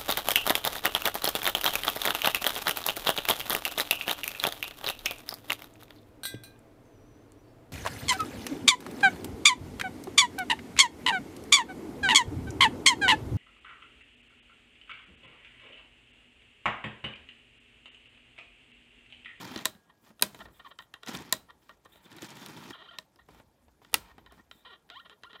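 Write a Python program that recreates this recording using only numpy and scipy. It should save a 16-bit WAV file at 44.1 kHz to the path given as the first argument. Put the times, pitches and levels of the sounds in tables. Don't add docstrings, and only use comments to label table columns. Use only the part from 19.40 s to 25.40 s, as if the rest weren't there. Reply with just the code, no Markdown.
import sys
import numpy as np
from scipy import signal
from scipy.io import wavfile
from scipy.ndimage import uniform_filter1d

SR = 44100
rng = np.random.default_rng(int(sys.argv[2]) if len(sys.argv) > 2 else 0)


def persist_wave(psi):
    counts = np.round(np.clip(psi, -1, 1) * 32767).astype(np.int16)
    wavfile.write(sys.argv[1], SR, np.atleast_2d(counts).T)


def natural_amplitude(level_db):
    exponent = np.asarray(level_db, float) / 20
    return 10 ** exponent


N = 264600


def rms_one(x):
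    return x / np.sqrt(np.mean(x ** 2) + 1e-20)


def peak_one(x):
    return x / np.max(np.abs(x))


def add(out, s, sound):
    i = round(s * SR)
    out[i:i + len(sound)] += sound[:N - i]


def band(x, low_hz, high_hz, order=2):
    edges_hz = [low_hz, min(high_hz, 0.45 * SR)]
    return signal.sosfilt(signal.butter(order, edges_hz, "band", fs=SR, output="sos"), x)


def drift(rate_hz, size=1):
    r = np.exp(-2 * np.pi * rate_hz * size / SR)
    white = rng.standard_normal((N + SR) // size + 1)
    slow = signal.lfilter([1], [1, -2 * r, r * r], white)[SR // size:]
    return np.interp(np.arange(N) / size, np.arange(len(slow)), rms_one(slow))


def resonate(x, peaks):
    out = 0
    for k, (hz, width_hz, db) in enumerate(peaks):
        r = np.exp(-np.pi * width_hz / SR)
        b = [(1 - r * r) / 2, 0, (r * r - 1) / 2]
        a = [1, -2 * r * np.cos(2 * np.pi * hz / SR), r * r]
        out = out + (-1) ** k * natural_amplitude(db) * signal.lfilter(b, a, x + 1e-18)
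    return out


def coloured(x, spectrum, patchy_db):
    hz, db = np.transpose(spectrum)
    edges = hz[0] * 2 ** np.arange(0, np.log2(hz[-1] / hz[0]) + 0.3, 1 / 3)
    out = 0
    for k, (low, high) in enumerate(zip(edges, edges[1:])):
        level_db = np.interp(np.log(low * high) / 2, np.log(hz), db)
        flicker_db = patchy_db * drift(21, size=32)
        out = out + natural_amplitude(level_db + flicker_db) * band(x[k % 2], low, high)
    return rms_one(out)


def swells(rows, rest_db, rise_db_per_s, fall_db_per_s):
    t = np.arange(0, N + 32, 32) / SR
    out = np.full(len(t), float(rest_db))
    for s, length, db in rows:
        before, after = np.maximum(s - t, 0), np.maximum(t - s - length, 0)
        out = np.maximum(out, db - rise_db_per_s * before - fall_db_per_s * after)
    return np.interp(np.arange(N) / SR, t, out)


def burst(noise, decay_s):
    return noise * np.exp(-np.arange(len(noise)) / SR / decay_s)


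def strike(noise, modes, lag_s, crackle_s, tilt_db, edge):
    out = np.zeros(noise.shape[1] + 800)
    for (hz, width_hz, db), crackle in zip(modes, noise):
        late_s = lag_s * np.log2(16000 / hz)
        kick = np.r_[edge, crackle[1:]]
        ring = resonate(burst(kick, crackle_s + late_s / 3), [(hz, width_hz, 0)])
        brighter_db = tilt_db * max(np.log2(hz / 3500), 0)
        add(out, late_s / 2, natural_amplitude(db + brighter_db) * np.sqrt(width_hz) * rms_one(ring))
    return peak_one(out)


# f/Hz, level/dB
HUSH = [(18, -35.5), (30, 1.5), (235, 2), (835, -3), (1060, -7.5), (1840, -20), (2220, -16.5),
        (3130, -23.5), (5300, -22), (14800, -21), (16500, -42)]
# t/s, level/dB
WHINE = [(0, -81), (.3, -67.5), (.475, -76), (.5, -83.5), (.53, -75), (.6, -79), (1, -87), (2, -90),
         (2.3, -88), (4.9, -93), (5.05, -86), (5.15, -84), (6, -90)]
HUSH_DB, WHINE_HZ = -70.5, 1647


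def hush():
    tone = np.sin(2 * np.pi * np.cumsum(WHINE_HZ + 3 * drift(4.7)) / SR)
    s, db = np.transpose(WHINE)
    whine = natural_amplitude(np.interp(np.arange(N) / SR, s, db)) * tone
    return natural_amplitude(HUSH_DB) * coloured(rng.standard_normal((2, N)), HUSH, patchy_db=3.5) + whine


# t/s, length/s, scrape level/dB, board weight/dB, cloth share/dB
STROKES = [(0, 0.052, -44.5, 1, -7.5), (0.065, 0.16, -48, -4, -8.5), (0.64, 0.041, -66.5, 1, -5.5),
           (0.677, 0.017, -71, 8, 2), (0.934, 0.11, -64.5, 4, -1.5), (1.052, 0.069, -72.5, 12.5, -7.5),
           (1.133, 0.18, -68.5, -2, -10), (1.683, 0.0091, -41.5, -9, -5.5), (1.71, 0.016, -45.5, -4, -10),
           (1.743, 0.012, -42, 0.5, -4), (1.761, 0.06, -49.5, 1, -9.5), (1.835, 0.11, -55.5, 1.5, -8.5),
           (2.221, 0.12, -71.5, -4, -5), (2.498, 0.16, -66.5, -7, -21.5), (2.658, 0.043, -60.5, 1, -16),
           (2.709, 0.098, -56.5, 0.5, -10), (2.819, 0.04, -49.5, -3, -4.5), (2.887, 0.048, -51, -4, -10.5),
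           (2.955, 0.355, -52, 0, -6), (3.328, 0.29, -66, -5.5, -17.5), (3.892, 0.11, -65, 1.5, -7.5),
           (4.424, 0.16, -68.5, -2, -6.5), (4.606, 0.11, -62.5, -19, -12.5), (4.721, 0.15, -71, 5.5, -25.5),
           (4.933, 0.07, -67, 1, -9.5), (5.122, 0.13, -74.5, -4.5, -6.5), (5.5, 0.23, -76, -12, -13)]
# t/s, length/s, level/dB
SHAKES = [(.3, 0.018, -73.5), (.99, 0.13, -64.5), (1.77, 0.022, -73.5), (2, 0.051, -63.5),
          (2.3, 0.29, -75.5), (3.91, 0.11, -63), (4.25, 0.035, -66.5), (4.6, 0.017, -56.5),
          (4.86, 0.048, -61), (5.01, 0.039, -68.5)]
# f/Hz, level/dB
SCRAPE = [(250, -37.5), (420, -7), (775, -1.5), (885, 0), (2440, -4.5), (2720, -8.5), (3080, -3.5),
          (6000, -21.5), (7800, -43), (13200, -120)]
# f/Hz, level/dB
CLOTH = [(1760, -27.5), (3000, -2), (3410, 3), (4220, -2), (4600, 3.5), (8500, -8), (15100, -15.5),
         (16200, -18.5), (16500, -48)]
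# f/Hz, width/Hz, level/dB
PANEL = [(925, 130, 0.5), (1380, 54, -5), (1840, 100, -4), (2374, 210, -4), (3150, 150, -1), (3480, 70, -1)]
# f/Hz, width/Hz, level/dB
PORT = [(7300, 920, -5.5), (12570, 1400, 3), (15000, 900, 6.5)]
GRIP_DB_PER_S, LIFT_DB_PER_S = 899.5, 447
REST_THUD_DB, REST_SCRAPE_DB, REST_CLOTH_DB = -79, -80.5, -84.5
SHAKE_DB_PER_S, SETTLE_DB_PER_S, REST_RUMBLE_DB = 131, 87, -82.5
FIBRES_PER_S, FIBRE_DB = 870, -2.5


def dragging():
    s, length, db, weight_db, cloth_db = np.transpose(STROKES)

    def stroke_db(share_db, rest_db):
        return swells(zip(s, length, db + share_db), rest_db, GRIP_DB_PER_S, LIFT_DB_PER_S)

    catching = drift(43)
    grit = rng.standard_normal((2, N)) * natural_amplitude(1.1 * catching + 1.8 * drift(360))
    snapped = signal.lfilter([1], [1, -0.97], rng.random(N) < FIBRES_PER_S / SR)

    rumble_db = swells(SHAKES, REST_RUMBLE_DB, SHAKE_DB_PER_S, SETTLE_DB_PER_S)
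    rumble = natural_amplitude(rumble_db) * rms_one(band(rng.standard_normal(N), 43, 76))

    thud_db = stroke_db(weight_db, REST_THUD_DB) + 1.1 * catching + 2.7 * drift(20, size=32)
    thud = natural_amplitude(thud_db) * rms_one(band(rng.standard_normal(N), 110, 370, order=3))

    scrape = coloured(grit, SCRAPE, patchy_db=1.2)
    scrape = rms_one(scrape + sum(resonate(scrape, [mode]) for mode in PANEL))
    scrape = natural_amplitude(stroke_db(0, REST_SCRAPE_DB)) * scrape

    hiss = coloured(grit[::-1] * (1 + natural_amplitude(FIBRE_DB) * snapped), CLOTH, patchy_db=1.5)
    hiss = rms_one(hiss + sum(resonate(hiss, [cavity]) for cavity in PORT))
    hiss = natural_amplitude(stroke_db(cloth_db, REST_CLOTH_DB)) * hiss
    return rumble + thud + scrape + hiss


# t/s, peak level/dB
THREADS = [(0.0767, -40), (1.6849, -31), (1.695, -45), (1.7719, -41), (1.789, -41), (1.8064, -49),
           (1.8214, -46), (1.855, -53), (2.4493, -53), (2.6413, -58), (2.655, -57), (2.727, -47),
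           (2.7692, -48), (2.845, -41), (2.862, -46), (2.8913, -46), (2.9043, -41), (2.9105, -46),
           (2.935, -57), (2.9552, -47), (2.9946, -57), (3.0314, -63), (3.0849, -45), (3.29, -53)]


def threads():
    out = np.zeros(N)
    for (s, peak_db), noise in zip(THREADS, rng.standard_normal((len(THREADS), 600))):
        crack = band(burst(noise, 0.0022), 2600, 8000)
        add(out, s, natural_amplitude(peak_db + 2.5) * peak_one(crack))
    return out


# f/Hz, width/Hz, level/dB
HOUSING = [(410, 41, -8), (645, 70, -8), (1095, 160, -5.5), (1407, 32, 0), (1784, 100, -6), (1880, 72, -2),
           (2410, 120, -15), (2750, 70, -6), (3135, 240, -1.5), (3685, 91, -2.5), (3927, 53, -2.5),
           (4818, 84, -19)]
# t/s, peak level/dB, crack level over 4 kHz/dB
TICKS = [(0.189, -24, -49.5), (0.2486, -28, -52), (1.388, -28.5, -61), (1.422, -41, -60),
         (1.539, -27.5, -50.5), (1.632, -29.5, -55), (1.663, -32, -48), (1.672, -25.5, -55),
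         (1.772, -42, -51.5), (2.293, -36.5, -58.5), (2.716, -39, -53.5), (2.784, -34, -61),
         (2.765, -47, -49), (2.969, -35, -49), (3.0618, -41, -38.5), (3.305, -31.5, -50), (4.447, -40, -65),
         (4.861, -39, -68.5), (5.112, -28.5, -81.5), (5.49, -45, -69), (5.5, -28.5, -59),
         (5.696, -34.5, -81), (5.823, -55, -72), (5.834, -28.5, -66), (5.93, -34, -81)]
# t/s, peak level/dB, knock under 1.1 kHz/dB, crack over 4 kHz/dB
BUMPS = [(.159, -24, -36, -46), (.177, -29.5, -62, -48), (.349, -45, -61.5, -78), (.794, -35.5, -58, -57),
         (.812, -39, -43, -40), (.946, -34.5, -43.5, -47), (.99, -38.5, -47.5, -51.5),
         (1.056, -47, -47.5, -63), (1.692, -48, -34.5, -53), (1.75, -32, -44, -48),
         (2.105, -45, -55, -64.5), (2.457, -59, -49, -60), (2.557, -46, -54, -71), (2.821, -29, -47, -50),
         (2.829, -41.5, -50, -46.5), (3.759, -52.5, -62, -62), (3.887, -53, -48.5, -63.5),
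         (3.947, -66, -52.5, -60), (3.999, -58, -49, -62.5), (4.282, -57.5, -56.5, -83.5),
         (4.417, -59.5, -51, -76.5), (4.497, -55.5, -62.5, -64.5), (4.53, -36.5, -41.5, -44.5),
         (4.781, -44.5, -47.5, -61.5), (4.922, -55, -47, -53), (.705, -59, -53.5, -69),
         (1.085, -64, -51.5, -75), (1.745, -43, -40.5, -63), (.36, -60.5, -59.5, -76)]
TICK_KNOCK_DB = -24
TICK_EDGE = 1.3


def ticks():
    breaks = BUMPS + [(s, db, db + TICK_KNOCK_DB, crack_db) for s, db, crack_db in TICKS]
    out, noise = np.zeros(N), rng.standard_normal((len(breaks), len(HOUSING) + 2, 2600))
    damped = [(hz, 0.2 * width_hz + 110, db) for hz, width_hz, db in HOUSING]
    for (s, peak_db, knock_db, crack_db), (knock, crack, *rings) in zip(breaks, noise):
        ring = strike(np.array(rings), damped, lag_s=0.0005, crackle_s=0.001, tilt_db=-2.5, edge=TICK_EDGE)
        knock = band(burst(knock, 0.0072), 100, 1100)
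        crack = band(burst(crack, 0.0022), 4000, 15000)
        add(out, s, natural_amplitude(peak_db - 5.0) * peak_one(band(ring, 650, 7700)))
        add(out, s, natural_amplitude(knock_db + 3.5) * peak_one(knock))
        add(out, s, natural_amplitude(crack_db + 4.5) * peak_one(crack))
    return out


# t/s, peak level/dB,
# f/Hz, decay/cycles
TAPS = [(.1615, -32, 325, 1.42), (.164, -38.5, 200, 2.8), (.35, -50, 192, 2.1), (.703, -54, 217, 4.0),
        (.835, -37.5, 200, 2.9), (1.689, -32.5, 237.4, 1.37), (1.755, -53, 75, 2.6), (2.828, -35, 334, 1.7),
        (3.59, -58.5, 190.3, 2.8), (5.153, -59.5, 240, 2.52), (.1617, -23, 4040, 1.2),
        (.1765, -31.5, 5960, 3.0), (.2503, -35, 6000, 2.2), (.801, -51.5, 10960, 4.9),
        (.8355, -38, 12300, 9.0), (1.3868, -49, 8900, 1.5), (1.6625, -38.5, 6000, 2.62),
        (1.698, -35.5, 6900, 3.63), (1.7505, -29, 3600, 4.8), (1.7718, -32, 5800, 3.5),
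        (2.8213, -31.5, 6900, 3.0), (2.8297, -37, 3540, 1.2), (2.9955, -46, 6500, 3.0),
        (3.0204, -46, 3750, 2.7), (3.062, -31, 3380, 1.18), (3.0855, -51, 7000, 2.95),
        (3.166, -39, 3410, 2.83), (3.588, -27, 3900, 1.32), (4.552, -36.5, 10430, 6.0),
        (0.8247, -8.5, 3900, 3.5), (4.5425, -18, 2549, 1.1), (4.5445, -15.5, 2090, 2.5),
        (4.519, -47, 11000, 1.5), (3.76, -54, 5000, 4.3), (3.865, -65, 3500, 2.5), (5.9075, -48, 3300, 2.5),
        (5.916, -49, 3412, 2.5), (5.998, -51, 1490, 1.5)]


def taps():
    out = np.zeros(N)
    for s, peak_db, hz, cycles in TAPS:
        turns = np.arange(round(8 * cycles * SR / hz)) * hz / SR
        swell = (1 - np.exp(-3.0 * turns)) * np.exp(-turns / cycles)
        add(out, s, natural_amplitude(peak_db) * peak_one(np.sin(2 * np.pi * turns) * swell))
    return out


# t/s, peak level/dB, tilt/(dB per octave)
SNAPS_A = [
    (.2549, -9.5, 0.5),
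    (1.9252, -8.5, 0.5),
    (3.5855, -25, -8),
]
# t/s, peak level/dB, tilt/(dB per octave)
SNAPS_B = [
    (.8227, -4, 0.00016),
]
# t/s, peak level/dB, tilt/(dB per octave)
SNAPS_C = [
    (4.5413, -6, 0.0011),
]
# f/Hz, width/Hz, level/dB
LATCH_A = [(210, 74, -19), (407, 210, -18), (630, 24, -5.5), (1015, 73, -3.5), (1280, 110, -12.5),
           (1833, 81, -2), (3144, 1100, -14), (3940, 220, -1.5), (5760, 370, -12.5), (7400, 740, -8.5),
           (9020, 610, -13), (12480, 1100, -14), (16280, 530, -19)]
# f/Hz, width/Hz, level/dB
LATCH_B = [(200, 380, -9.5), (426, 110, -1), (620, 20, 0), (996, 88, -1), (1710, 230, -1.5),
           (2470, 140, -1), (3670, 550, 1), (5000, 562, -10), (6730, 3700, -17), (9400, 690, -1),
           (11950, 1300, -4.5), (13700, 568, -8.5), (14260, 600, -5)]
# f/Hz, width/Hz, level/dB
LATCH_C = [(290.5, 39, -8.5), (690, 250, -11.5), (927, 120, 1), (1313, 49, 2.5), (2000, 72, 2.5),
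           (2460, 87, 1), (2740, 150, 1), (3302, 367, -4), (4780, 690, -3.5), (6500, 1300, -15.5),
           (9500, 900, -3), (10980, 1060, -10), (13900, 1400, -11.5), (15320, 620, -5)]
# f/Hz, width/Hz, level/dB
SPRING = [(3980, 10.4, -38), (3730, 15, -34.5), (3900, 33, -38.5)]
# f/Hz, width/Hz, level/dB
FAR_CAVITIES = [(4200, 1500, -6), (8700, 1100, -3), (12500, 1000, 3), (15100, 900, 3)]
SNAP_EDGE, SOFT_EDGE = 4.7, 2.5
FAR_TILT_HZ = 3027


def snaps():
    out, far = np.zeros(N), np.zeros(N)
    t = np.arange(SR // 4) / SR
    latches = ((SNAPS_A, LATCH_A, 0.0003, SNAP_EDGE, SPRING),
               (SNAPS_B, LATCH_B, 0.0008, SOFT_EDGE, []),
               (SNAPS_C, LATCH_C, 0.0006, SOFT_EDGE, []))
    for events, latch, lag_s, edge, spring in latches:
        noises = rng.standard_normal((len(events), len(latch), 4000))
        for (s, peak_db, tilt_db), noise in zip(events, noises):
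            snap = strike(noise, latch, lag_s, 0.0015, tilt_db, edge)
            add(out, s, natural_amplitude(peak_db) * band(snap, 130, 17500))
            far[round(s * SR)] = natural_amplitude(peak_db + tilt_db / 2)
            for hz, width_hz, db in spring:
                ring = np.sin(2 * np.pi * hz * t) * np.exp(-np.pi * width_hz * t)
                add(out, s, natural_amplitude(peak_db + db + tilt_db) * ring)
    dull = np.exp(-2 * np.pi * FAR_TILT_HZ / SR)
    far = band(signal.lfilter([1], [1, -dull], far), 250, 19000, order=1)
    return out, far + sum(resonate(far, [cavity]) for cavity in FAR_CAVITIES)


# delay/s, level/dB
ECHOES = [(.0112, -22), (.0148, -25), (.026, -30), (.041, -34)]


def walls(x):
    bright = band(x, 3500, 16000, order=1)
    return sum(natural_amplitude(db) * np.roll(bright, round(s * SR)) for s, db in ECHOES)


# t/s, length/s, level/dB, brightness/dB
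GRATES = [(0.996, .02, -55, -16), (1.053, 0.062, -66.5, -26), (1.194, .011, -50.5, -4.5),
          (1.306, 0.016, -52, -4), (1.41, 0.034, -74, 3), (1.536, 0.016, -57, -9), (1.625, 0.033, -64, -4),
          (2.085, 0.014, -59.5, -15), (2.291, 0.015, -50, -23), (4.69, 0.028, -61, -25),
          (4.978, .025, -61.5, -24)]
# t/s, length/s, level/dB, start f/Hz, end f/Hz
SQUEAKS = [(0.493, .015, -58.5, 930, 980), (0.657, 0.053, -67.5, 610, 690), (1.003, .017, -43.5, 744, 820),
           (1.207, 0.012, -62, 1100, 1540), (1.246, .012, -50, 970, 1180), (1.26, .014, -47.5, 960, 915),
           (1.388, 0.021, -50, 1020, 920), (2.097, 0.0098, -51.5, 980, 905),
           (2.451, 0.016, -56.5, 1070, 885), (3.788, .013, -57.5, 1040, 850),
           (4.862, 0.012, -55, 1190, 880), (3.807, 0.012, -63.5, 1980, 1880),
           (1.555, .014, -60.5, 1080, 1020), (3.952, .045, -70.5, 650, 640),
           (5.982, .016, -61.5, 1800, 1890), (3.304, .012, -51, 2350, 1100), (2.3, .016, -59, 960, 930),
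           (4.781, .014, -60, 1090, 960), (1.052, .01, -51, 920, 915)]
# t/s, length/s, level/dB, f/Hz
WHISTLES = [(1.14, .038, -84.5, 1740), (2.519, .019, -75, 1790), (2.565, 0.015, -78.5, 1900),
            (2.646, .019, -73.5, 1810), (5.113, .035, -83.5, 1830), (5.165, .06, -85, 1830)]
# t/s, f/Hz, level/dB
GROANS = [
    [(3.325, 1780, -59), (3.334, 1600, -44.5), (3.344, 1030, -54.5), (3.353, 550, -48.5),
     (3.372, 300, -64.5), (3.385, 300, -56), (3.415, 350, -53.5), (3.428, 390, -51.5)],
    [(3.429, 550, -66), (3.438, 720, -59), (3.452, 820, -56), (3.463, 480, -55), (3.47, 650, -66),
     (3.478, 1150, -57), (3.492, 1620, -50), (3.501, 1530, -55.5)],
    [(3.502, 1400, -63), (3.507, 1350, -68), (3.509, 670, -49.5), (3.525, 710, -62), (3.54, 530, -53),
     (3.552, 900, -59), (3.562, 1780, -61), (3.578, 1900, -72)],
    [(5.247, 1350, -58), (5.255, 810, -49.5), (5.262, 470, -53.5), (5.279, 510, -53.5), (5.295, 450, -61),
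     (5.311, 510, -50.5)],
    [(5.313, 390, -58.5), (5.322, 385, -57), (5.333, 362, -51), (5.345, 320, -58.5), (5.362, 300, -61.5)],
    [(5.505, 680, -53.5), (5.537, 710, -54.5), (5.555, 930, -52.5), (5.572, 1090, -48), (5.588, 1190, -58),
     (5.598, 1410, -47.5), (5.607, 1900, -63), (5.62, 1850, -73), (5.635, 1850, -77)],
    [(5.647, 1150, -62.5), (5.656, 700, -53), (5.664, 460, -54), (5.68, 380, -80)],
    [(5.701, 440, -57), (5.72, 520, -58), (5.73, 440, -57), (5.742, 400, -71.5)],
    [(5.892, 720, -63), (5.903, 460, -56.5), (5.924, 465, -66)],
    [(5.93, 370, -63), (5.95, 470, -52), (5.958, 770, -46.5), (5.966, 1100, -57), (5.974, 1700, -66)],
]
# t/s, f/Hz, level/dB
GLIDES = [
    [(4.886, 1900, -76), (4.903, 1700, -65), (4.911, 1230, -60), (4.917, 930, -60.5), (4.925, 540, -63.5),
     (4.937, 600, -74)],
    [(.43, 740, -82), (.455, 680, -78), (.475, 360, -78), (.494, 200, -74)],
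    [(5.84, 900, -48.5), (5.851, 1090, -52), (5.858, 1320, -58.5), (5.869, 1400, -55.5), (5.888, 1460, -77)],
]
GRATE_PER_S, GRATE_UNEVEN = 600, 0.36
SQUEAK_UNEVEN, SQUEAK_BRIGHT_DB = 0.16, -10.5
WHISTLE_UNEVEN, WHISTLE_BRIGHT_DB = 0.08, 14
GROAN_UNEVEN, GROAN_BRIGHT_DB, GLIDE_BRIGHT_DB = 0.0322, -2.5, -7


def joint():
    per_s, uneven = np.full(N, float(GRATE_PER_S)), np.full(N, GRATE_UNEVEN)
    push = np.zeros((2, N))
    moves = []
    for s, length, db, bright_db in GRATES:
        rows = [(s, GRATE_PER_S, db), (s + length, GRATE_PER_S, db)]
        moves.append((rows, GRATE_UNEVEN * GRATE_PER_S / 1000, bright_db))
    for s, length, db, first, last in SQUEAKS:
        moves.append(([(s, first, db), (s + length, last, db)], SQUEAK_UNEVEN, SQUEAK_BRIGHT_DB))
    for s, length, db, rate in WHISTLES:
        moves.append(([(s, rate, db), (s + length, rate, db)], WHISTLE_UNEVEN, WHISTLE_BRIGHT_DB))
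    moves += [(rows, GROAN_UNEVEN, GROAN_BRIGHT_DB) for rows in GROANS]
    moves += [(rows, GROAN_UNEVEN, GLIDE_BRIGHT_DB) for rows in GLIDES]
    for rows, stumble, bright_db in moves:
        s, rate, db = np.transpose(rows)
        i = np.arange(round(s[0] * SR), min(round(s[-1] * SR), N))
        per_s[i] = np.interp(i / SR, s, rate)
        uneven[i] = stumble * 1000 / per_s[i]
        push[:, i] = natural_amplitude(np.interp(i / SR, s, db) + np.array([[0], [bright_db]]))
    return per_s, uneven, push


def creaks():
    per_s, uneven, push = joint()
    turns = np.cumsum(per_s * np.clip(1 + uneven * drift(400), 0.2, 3)) / SR
    at = np.flatnonzero(np.diff(np.floor(turns)) > 0)
    early = turns[at + 1] % 1 / (turns[at + 1] - turns[at])
    size = np.sqrt(SR / per_s[at]) * natural_amplitude(8.17 * uneven[at] * drift(610)[at])
    kicks = np.zeros(N)
    kicks[at], kicks[at + 1] = size * early, size * (1 - early)
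    push = uniform_filter1d(push, size=180, axis=1)
    low_modes = [m for m in HOUSING if m[0] < 2300]
    high_modes = [m for m in HOUSING if m[0] >= 2300]
    out, white = 0, rng.standard_normal(SR)
    for load, modes in zip(push, (low_modes, high_modes)):
        out = out + resonate(kicks * load, modes) / np.std(resonate(white, modes))
    direct = natural_amplitude(-8) * kicks * push[0]
    return band(out + direct, 280, 4400, order=6)


# t/s, length/s, level/dB
BRUSHES = [(.62, 0.079, -77), (.95, 0.098, -70.5), (1.125, 0.065, -73.5), (1.27, 0.033, -76),
           (1.4, 0.042, -73), (2.22, 0.096, -79), (2.5, 0.076, -72), (2.63, 0.043, -72.5),
           (3.89, 0.11, -79), (4.42, 0.036, -85), (4.65, 0.067, -80.5), (4.93, 0.069, -80),
           (5.115, 0.093, -76), (5.57, 0.065, -81)]
# f/Hz, width/Hz, level/dB
BRUSH_CAVITIES = [(7500, 670, -3), (10000, 900, -5), (12360, 350, 1.5), (14980, 670, 0)]


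def brushes():
    level_db = swells(BRUSHES, -100, 600, 550)
    hiss = rms_one(resonate(rng.standard_normal(N), BRUSH_CAVITIES))
    return natural_amplitude(level_db + 2.0 * drift(40)) * hiss


# f/Hz, t60/s, level/dB
ROOM = [(141, 0.38, -11), (393.5, 0.13, -16.5), (999, 0.056, -19.5), (2320, 0.11, -21),
        (5770, 0.091, -20.5), (13180, 0.24, -27.5)]
LATE_T60_S, LATE_DB, LATE_CUT_HZ = 0.36, -12.5, 5700


def room(x):
    t, tail = np.arange(SR // 2) / SR, 0
    for hz, t60_s, db in ROOM:
        dying = band(rng.standard_normal(len(t)), hz / 1.7, hz * 1.55) * (t > 0.004)
        late = natural_amplitude(LATE_DB - 60 * t / LATE_T60_S) / (1 + hz / LATE_CUT_HZ)
        dying = dying * (natural_amplitude(-60 * t / t60_s) + late)
        tail = tail + natural_amplitude(db) * dying / np.sqrt(np.sum(dying ** 2) * SR / (1.8 * hz))
    return signal.fftconvolve(x, tail)[:N]


def scene():
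    small, contacts = creaks() + ticks(), taps()
    hard, far = snaps()
    sent = natural_amplitude(8.0) * small + contacts + natural_amplitude(-1.5) * band(hard, 150, 2500, order=1) + natural_amplitude(15.5) * far
    near = small + contacts + hard + walls(hard)
    return (near + room(sent) + dragging() + hush() + brushes() + threads())[None]


def top_cut(x):
    return signal.sosfilt(signal.butter(12, 16810, fs=SR, output="sos"), x)


def record(dry):
    x = signal.sosfilt(signal.butter(4, 44, "high", fs=SR, output="sos"), dry)
    x = signal.sosfilt(signal.cheby2(12, 60, 16800, fs=SR, output="sos"), x)
    return top_cut(x)


dry = scene()
out = record(dry)
persist_wave(out)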